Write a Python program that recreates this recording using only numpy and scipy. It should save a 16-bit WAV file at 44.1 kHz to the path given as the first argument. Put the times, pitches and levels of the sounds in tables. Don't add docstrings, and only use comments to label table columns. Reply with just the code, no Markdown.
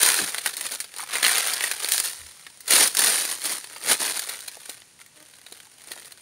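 import sys
import numpy as np
from scipy import signal
from scipy.fft import rfft, irfft, next_fast_len
from scipy.io import wavfile
from scipy.ndimage import uniform_filter1d, map_coordinates

SR = 44100
rng = np.random.default_rng(int(sys.argv[2]) if len(sys.argv) > 2 else 0)


def dump_mix(stems):
    frames = np.atleast_2d(stems).T
    limited = np.clip(frames, -1, 1)
    pcm = np.round(limited * 32767).astype(np.int16)
    wavfile.write(sys.argv[1], SR, pcm)


N = 273861
TIME = np.arange(N) / SR

# full_level_s, attack_s, hold_s, release_s, crisp_db, body_db
FOOT_PRESSES = [(0.025, 0.15, 0.087, 0.37, -21, -27), (.46, 0.042, 0.018, 0.063, -29.5, -35.5),
                (0.581, 0.045, 0.073, 0.097, -32.5, -39), (.715, 0.025, 0.031, 0.12, -33, -40),
                (0.999, 0.12, 0.0047, 0.13, -33.5, -38.5), (1.154, 0.076, 0.0065, 0.09, -26.5, -27.5),
                (1.245, 0.076, 0.048, 0.54, -23, -26.5), (1.471, 0.067, 0.093, 0.051, -29.5, -34.5),
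                (1.627, 0.031, 0.014, 0.21, -26, -32), (1.809, 0.072, 0.053, 0.17, -31.5, -37.5),
                (1.93, 0.054, 0.0085, 0.17, -22, -33), (2.043, 0.028, 0.01, .11, -24, -34.5),
                (2.163, 0.22, 0.022, .9, -47, -51.5), (2.72, 0.044, 0.12, 0.073, -16.5, -24.5),
                (2.996, 0.063, 0.076, 0.28, -19, -27), (3.155, .08, 0.011, 0.13, -21, -29.5),
                (3.294, 0.13, 0.026, .08, -28, -36), (3.453, 0.063, 0.073, 0.098, -25.5, -33.5),
                (3.692, 0.14, 0.043, .2, -42.5, -46.5), (3.904, 0.076, 0.011, 0.062, -17.5, -23.5),
                (4.007, 0.037, 0.031, 0.42, -24.5, -31), (4.334, 0.11, .01, 0.043, -35.5, -37),
                (4.485, 0.088, 0.025, 0.18, -45, -51.5), (4.689, 0.19, 0.0068, 0.13, -39, -46),
                (4.766, .06, .03, 0.029, -53, -53.5), (4.993, 0.02, 0.011, 0.056, -49, -56),
                (5.158, .03, 0.22, 0.19, -53.5, -59), (5.533, 0.14, .01, .25, -45.5, -52.5),
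                (5.893, 0.22, 0.11, 0.36, -44, -49)]
# time_s, bass_gain_db
CRUNCH_BASS = [(0, -3.5), (0.7, 2), (1.3, -5), (2.0, -4), (2.8, 2), (3.4, 0.5), (3.9, 6), (4.4, -2.5),
               (6.2, 5.5)]
# frequency_hz, relative_level_db
LITTER_SPECTRUM = [(35, -77), (60, -37.5), (226, -14.5), (278, -15.5), (394, -15.5), (433, -11), (756, -14),
                   (1350, -10.5), (1830, -8), (2590, -8.5), (4320, -4), (7720, -1.5), (9510, -2),
                   (10900, -5), (15500, -9)]
# start_s, crisp_peak_db, body_rms_db, ring_hz, breaking_s
LEAF_SNAPS = [(0.0142, -10, -33, 2120, 0.0022), (0.0303, 1, -20, 3800, 0.0026),
              (0.0618, -1.5, -21.5, 1850, 0.0014), (0.0877, -4.5, -20.5, 1800, 0.0015),
              (0.142, -7.5, -25.5, 2190, 0.0025), (0.1666, -12.5, -30, 3860, 0.0017),
              (0.189, -24, -26.5, 1410, 0.0028), (0.2153, -16, -31, 3940, 0.0024),
              (0.3448, -15.5, -27, 1670, 0.0021), (0.382, -14.5, -27, 4200, 0.0023),
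              (0.4596, -8, -21.5, 1880, 0.0046), (0.4724, -15, -28.5, 3890, 0.0019),
              (0.5366, -20.5, -38, 4300, 0.0037), (0.5676, -14.5, -37.5, 4400, 0.0016),
              (0.6098, -12.5, -34, 2020, 0.0025), (0.6648, -18, -35, 4110, 0.002),
              (0.719, -18, -48, 4080, 0.0025), (0.8025, -11.5, -33.5, 4330, 0.001),
              (0.842, -25.5, -38.5, 4800, 0.0084), (1.0886, -27, -37, 1590, 0.0035),
              (1.1541, -15, -23, 2110, 0.0038), (1.2281, -8.5, -20, 3700, 0.002),
              (1.2406, -10, -21.5, 2130, 0.0028), (1.2473, -13, -17, 4050, 0.003),
              (1.2645, -9.5, -20, 3230, 0.0019), (1.2806, -7, -22.5, 1690, 0.0028),
              (1.381, -8, -27.5, 1600, 0.0014), (1.471, -10.5, -31.5, 3400, 0.0022),
              (1.5356, -9, -34, 4800, 0.0022), (1.6079, -19, -24.5, 1960, 0.002),
              (1.6385, -10.5, -22.5, 1980, 0.0032), (1.7125, -10, -24.5, 2120, 0.0054),
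              (1.845, -15, -27.5, 4250, 0.0023), (1.8866, -9, -29.5, 2100, 0.0011),
              (1.9197, -2.5, -28.5, 2420, 0.0017), (1.9366, -7.5, -36, 3700, 0.0033),
              (1.9793, -7, -25.5, 5280, 0.0011), (2.0002, -4, -28, 4780, 0.0023),
              (2.4657, -33, -37.5, 1820, 0.0032), (2.6058, -25.5, -51, 5030, 0.00095),
              (2.6789, -11.5, -30.5, 4430, 0.0078), (2.7057, -2.5, -21, 2300, 0.0067),
              (2.723, -9, -26, 3800, 0.0045), (2.7335, -4.5, -22, 4270, 0.003),
              (2.8744, -7, -44, 3120, 0.0028), (2.9489, -11, -30.5, 1620, 0.0023),
              (2.9694, -5, -30.5, 5140, 0.0024), (2.9915, -3.5, -25, 4900, 0.0043),
              (3.251, -12, -31, 4500, 0.0028), (3.417, -20, -39, 4200, 0.0024),
              (3.6422, -26.5, -38, 4520, 0.0025), (3.7618, -29, -38.5, 5030, 0.0052),
              (4.0783, -24, -31, 2310, 0.0028), (4.1924, -11, -31, 3630, 0.0057),
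              (4.2926, -13.5, -36.5, 3960, 0.0051), (4.4047, -22.5, -49, 3900, 0.0041),
              (4.4804, -18.5, -35.5, 4150, 0.0042), (4.6942, -19.5, -41.5, 4180, 0.0028),
              (4.8189, -48, -46.5, 5070, 0.0016), (4.9908, -42, -52.5, 2080, 0.0028),
              (5.014, -36.5, -45.5, 1870, 0.0021), (5.0613, -35, -52.5, 2070, 0.0028),
              (5.225, -36, -52, 3140, 0.0031), (5.3353, -49, -49.5, 3990, 0.0045),
              (5.4635, -31.5, -41.5, 3820, 0.0063), (5.5235, -26.5, -43.5, 4050, 0.0031),
              (5.6024, -34, -45, 3320, 0.0011), (5.9163, -19, -36.5, 4130, 0.0016),
              (6.0558, -28.5, -51, 1850, 0.0021), (6.1206, -27.5, -46.5, 4060, 0.0032)]
# frequency_hz, relative_level_db
SNAP_SPECTRUM = [(40, -34), (150, -22.5), (400, -9), (900, -9.5), (1900, -1.5), (2800, -2), (4100, 3),
                 (5500, 5), (8000, 11.5), (11500, 5), (15500, 6)]
# start_s, level_db, pitch_hz, t60_s
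SOLE_KNOCKS = [(0.193, -26.5, 407, 0.16), (0.212, -30, 170, 0.066), (0.221, -28.5, 288, 0.064),
               (0.238, -33, 192, 0.066), (2.734, -24, 426, 0.043), (3.891, -32, 490, 0.064),
               (3.912, -22, 412, 0.025), (4.692, -35.5, 390, 0.02), (5.521, -39, 372, 0.029),
               (5.912, -36, 420, 0.034)]
# start_s, level_db, pitch_hz, t60_s
STICK_CLICKS = [(0.995, -28.5, 1190, 0.09), (1.03, -32.5, 993, 0.044), (3.761, -39, 1030, 0.061),
                (4.569, -39.5, 548, 0.035), (5.667, -51.5, 960, 0.035), (5.963, -43.5, 835, 0.03)]
# frequency_hz, relative_level_db
AIR_SPECTRUM = [(15, -35), (25, -20), (113, -2), (188, -5.5), (722, -11.5), (2920, -8.5), (3530, -12),
                (3830, -13.5), (7910, -8), (9300, -13.5), (12000, -18), (15500, -29)]
# frequency_multiple (no unit), relative_level_db
TONE_PARTIALS = [(1, 0), (2, 0), (3, -8), (4, -6), (5, -6), (6, -10)]
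# centre_hz, width_hz, gain_db
PORT_RESONANCES = [(1850, 190, 1), (4190, 523, 4), (7810, 355, -4.5), (9510, 680, 7.5)]

SPLIT_HZ = 2700
TOP_HZ = 15700
LEAF_CUT_HZ = 100
RAMP_DB = 20
SETTLE_DB, SETTLE_DB_PER_S, SETTLE_TOP_HZ = -23, 28, 10100
UNEVEN_DB, UNEVEN_PER_S = 1.5, 45
BREAKS_PER_S, BREAKS_AT_DB, BREAKS_GROW = 520, -27.5, .56
SCATTER_DB, SCATTER_S = -17, .012
CRACK_RISE_S, RAGGED_DB = 0.00048, 2.2
RING_DB, RING_WIDTH_HZ = 8, 400
SNAP_CREST_DB = 22
SNAP_CORE_S = 0.0072
STRAY_DB, STRAY_BODY_DB, STRAY_SPREAD_DB = 7.5, -2.5, 3
STRAY_FOLLOW, STRAY_AT_DB = .85, -37
STRAY_LOW_HZ, STRAY_HIGH_HZ = 1090, 5560


def steps():
    crisp_gain, body_gain, settling = pressing()
    rate = BREAKS_PER_S * (crisp_gain / amp(BREAKS_AT_DB)) ** BREAKS_GROW
    litter = lambda hz: amp(along(LITTER_SPECTRUM, hz))
    body, crisp = split(colour(crackle(rate, spread_db=1.5), litter))

    bass = signal.sosfiltfilt(signal.butter(2, 520, fs=SR, output="sos"), body)
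    bass_gain = amp(np.interp(TIME, *np.transpose(CRUNCH_BASS)))
    body = body + bass * (bass_gain - 1)
    crunch = amp(-0.9) * body_gain * unit(body) + amp(-4.0) * crisp_gain * unit(crisp)
    crunch *= amp(UNEVEN_DB * wobble(UNEVEN_PER_S))

    dull_litter = lambda hz: litter(hz) / np.hypot(1, (hz / SETTLE_TOP_HZ) ** 3)
    hiss = unit(colour(rng.standard_normal(N), dull_litter))
    return crunch + amp(SETTLE_DB) * settling * hiss


def pressing():
    crisp, body, settling = np.zeros((3, N)) + 1e-12
    for full_s, attack, hold, release, crisp_db, body_db in FOOT_PRESSES:
        rise_db = RAMP_DB * np.minimum(TIME - full_s, 0) / attack
        since = np.maximum(TIME - full_s - hold, 0)
        shape = amp(np.maximum(rise_db - RAMP_DB * since / release, -120))
        crisp += (amp(crisp_db) * shape) ** 2
        body += (amp(body_db) * shape) ** 2
        settling_db = crisp_db + rise_db - SETTLE_DB_PER_S * since
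        settling += amp(np.maximum(settling_db, -120)) ** 2
    return np.sqrt([crisp, body, settling])


def crackle(rate, spread_db, count=11):
    size = amp(spread_db * np.minimum(rng.standard_normal(N), 1.7)) ** 2
    breaks = (rng.random(N) < rate / SR) * size
    leaves = np.zeros(N)
    for ring_hz in np.geomspace(330, 13000, count):
        share = amp(4.1 * np.minimum(rng.standard_normal(N), 2)) ** 2
        band = lambda hz: np.exp(-9 * np.log((hz + 1) / ring_hz) ** 2) + .05 / (1 + hz / 300)
        leaves += colour(fractures(breaks * share, rub_db=-6), band)
    soil = colour(fractures(breaks, rub_db=-1), lambda hz: 0.71 / (1 + (hz / 240) ** 4))
    return unit(leaves + soil)


def fractures(breaks, rub_db):
    burst = fading(crack_s=.0008, scatter_db=-13, scatter_s=.005)
    energy = np.abs(signal.oaconvolve(breaks, burst)[:N])
    local_mean = uniform_filter1d(uniform_filter1d(energy, size=1300), size=1300)
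    energy /= np.abs(local_mean) + 1e-4
    return np.sqrt(energy + amp(rub_db) ** 2) * rng.standard_normal(N)


def fading(crack_s, scatter_db, scatter_s):
    t = np.arange(SR // 20) / SR
    return np.exp(-2 * t / crack_s) + amp(scatter_db) ** 2 * np.exp(-2 * t / scatter_s)


def snaps(rows):
    out = np.zeros(N + SR)
    for start_s, crisp_db, body_db, ring_hz, breaking_s in rows:
        energy = fading(breaking_s, SCATTER_DB, SCATTER_S)
        length = len(energy)
        opening = 1 - np.exp(-np.arange(length) / SR / CRACK_RISE_S)
        ragged = amp(RAGGED_DB * unit(uniform_filter1d(rng.standard_normal(length), size=30)))
        burst = opening * np.sqrt(energy) * ragged * rng.standard_normal(length)

        ring_db = lambda hz: RING_DB / (1 + ((hz - ring_hz) / RING_WIDTH_HZ) ** 2)
        body, crisp = split(colour(burst, lambda hz: amp(along(SNAP_SPECTRUM, hz) + ring_db(hz))))
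        body /= np.sqrt(np.sum(body ** 2) / (SNAP_CORE_S * SR))
        snap = amp(crisp_db - SNAP_CREST_DB) * unit(crisp) + amp(body_db) * body
        out[round(start_s * SR):][:length] += snap
    return out[:N]


def strays(count=130):
    crisp_gain, body_gain, _ = pressing()
    when, pitch, crisp_size, body_size = rng.random((count, 4)).T
    at = (when * N).astype(int)
    crisp_db, body_db = 20 * np.log10([crisp_gain[at], body_gain[at]])
    lift_db = (STRAY_FOLLOW - 1) * (np.maximum(crisp_db, -60) - STRAY_AT_DB)
    crisp_db += lift_db + STRAY_DB + STRAY_SPREAD_DB * (2 * crisp_size - 1)
    body_db += lift_db + STRAY_BODY_DB + STRAY_SPREAD_DB * (2 * body_size - 1)
    ring_hz = STRAY_LOW_HZ * (STRAY_HIGH_HZ / STRAY_LOW_HZ) ** pitch
    breaking_s = np.full(count, .0014)
    return np.column_stack([at / SR, crisp_db, body_db, ring_hz, breaking_s])


def knocks(blows, level_db, sharpness):
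    out, t = np.zeros(N + SR), np.arange(SR // 8) / SR
    for start_s, db, pitch_hz, t60_s in blows:
        push = rng.standard_normal(len(t)) * amp(-60 * t / t60_s)
        detuning = lambda hz: hz / pitch_hz - pitch_hz / (hz + 1)
        thud = colour(push, lambda hz: 1 / np.hypot(1, sharpness * detuning(hz)) ** 2)
        out[round(start_s * SR):][:len(t)] += amp(db + level_db) * unit(thud)
    return out[:N]


def bounces(x, strength, delay_s, count=3):
    out = x.copy()
    for k in range(count):
        lag = delay_s * (k + 1) * SR * np.exp(.2 * wobble(5))
        out += strength * np.interp(np.arange(N) - np.round(lag), np.arange(N), x)
    return out / np.sqrt(1 + count * strength ** 2)


def background():
    air = unit(colour(rng.standard_normal(N), lambda hz: amp(along(AIR_SPECTRUM, hz))))
    air *= amp(-57.5 + 0.5 * wobble(4.43))

    bump = unit(colour(rng.standard_normal(N), lambda hz: 1 / (1 + ((hz - 72) / 18) ** 2)))
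    bump *= amp(-56.0) * swell(2.235, 0.037)

    pitch_hz = 305 * (1 + 0.00695 * wobble(43))
    phase = 2 * np.pi * np.cumsum(pitch_hz) / SR
    tone = unit(sum(amp(db) * np.sin(multiple * phase) for multiple, db in TONE_PARTIALS))
    tone *= amp(-57.5 + 2.5 * wobble(60)) * swell(5.2, .03)
    return air + bump + tone


def swell(centre_s, width_s):
    return np.exp(-.5 * ((TIME - centre_s) / width_s) ** 2)


def wobble(rate):
    knots = rng.standard_normal(int(N * rate / SR) + 4)
    return map_coordinates(knots, [TIME * rate])


def colour(x, gain):
    size = 2 * next_fast_len(len(x) // 2 + 2048)
    cepstrum = irfft(np.log(np.maximum(gain(np.fft.rfftfreq(size, 1 / SR)), 1e-6)))
    cepstrum[1:size // 2] *= 2
    cepstrum[size // 2 + 1:] = 0
    return irfft(rfft(x, size) * np.exp(rfft(cepstrum)), size)[:len(x)]


def split(x):
    filters = [signal.butter(3, SPLIT_HZ, side, fs=SR, output="sos") for side in ("low", "high")]
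    return [signal.sosfilt(sos, x) for sos in filters]


def along(points, hz):
    f, v = np.transpose(points)
    return np.interp(np.log(hz + 1), np.log(f + 1), v)


def amp(db):
    return 10 ** (np.asarray(db) / 20)


def unit(x):
    return x / np.sqrt(np.mean(x ** 2) + 1e-20)


def scene():
    high_pass = lambda hz: hz ** 2 / np.hypot(hz ** 2, LEAF_CUT_HZ ** 2)
    leaves = colour(steps() + snaps(LEAF_SNAPS) + snaps(strays()), high_pass)
    blows = knocks(SOLE_KNOCKS, level_db=-18.5, sharpness=1.36)
    blows += knocks(STICK_CLICKS, level_db=-15.5, sharpness=2.1)
    return (bounces(leaves + blows, strength=0.17, delay_s=.0012) + background())[None]


def record(dry):
    bell = lambda hz, centre, width: np.exp(-.5 * ((hz - centre) / width) ** 2)
    port_db = lambda hz: sum(db * bell(hz, centre, width) for centre, width, db in PORT_RESONANCES)
    x = colour(dry[0], lambda hz: amp(port_db(hz)))
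    x = x / (1 + (x / .8) ** 4) ** .25
    size = next_fast_len(N + SR // 4)
    passed = np.fft.rfftfreq(size, 1 / SR) < TOP_HZ
    return irfft(rfft(x, size) * passed, size)[None, :N]


dry = scene()
out = record(dry)
dump_mix(out)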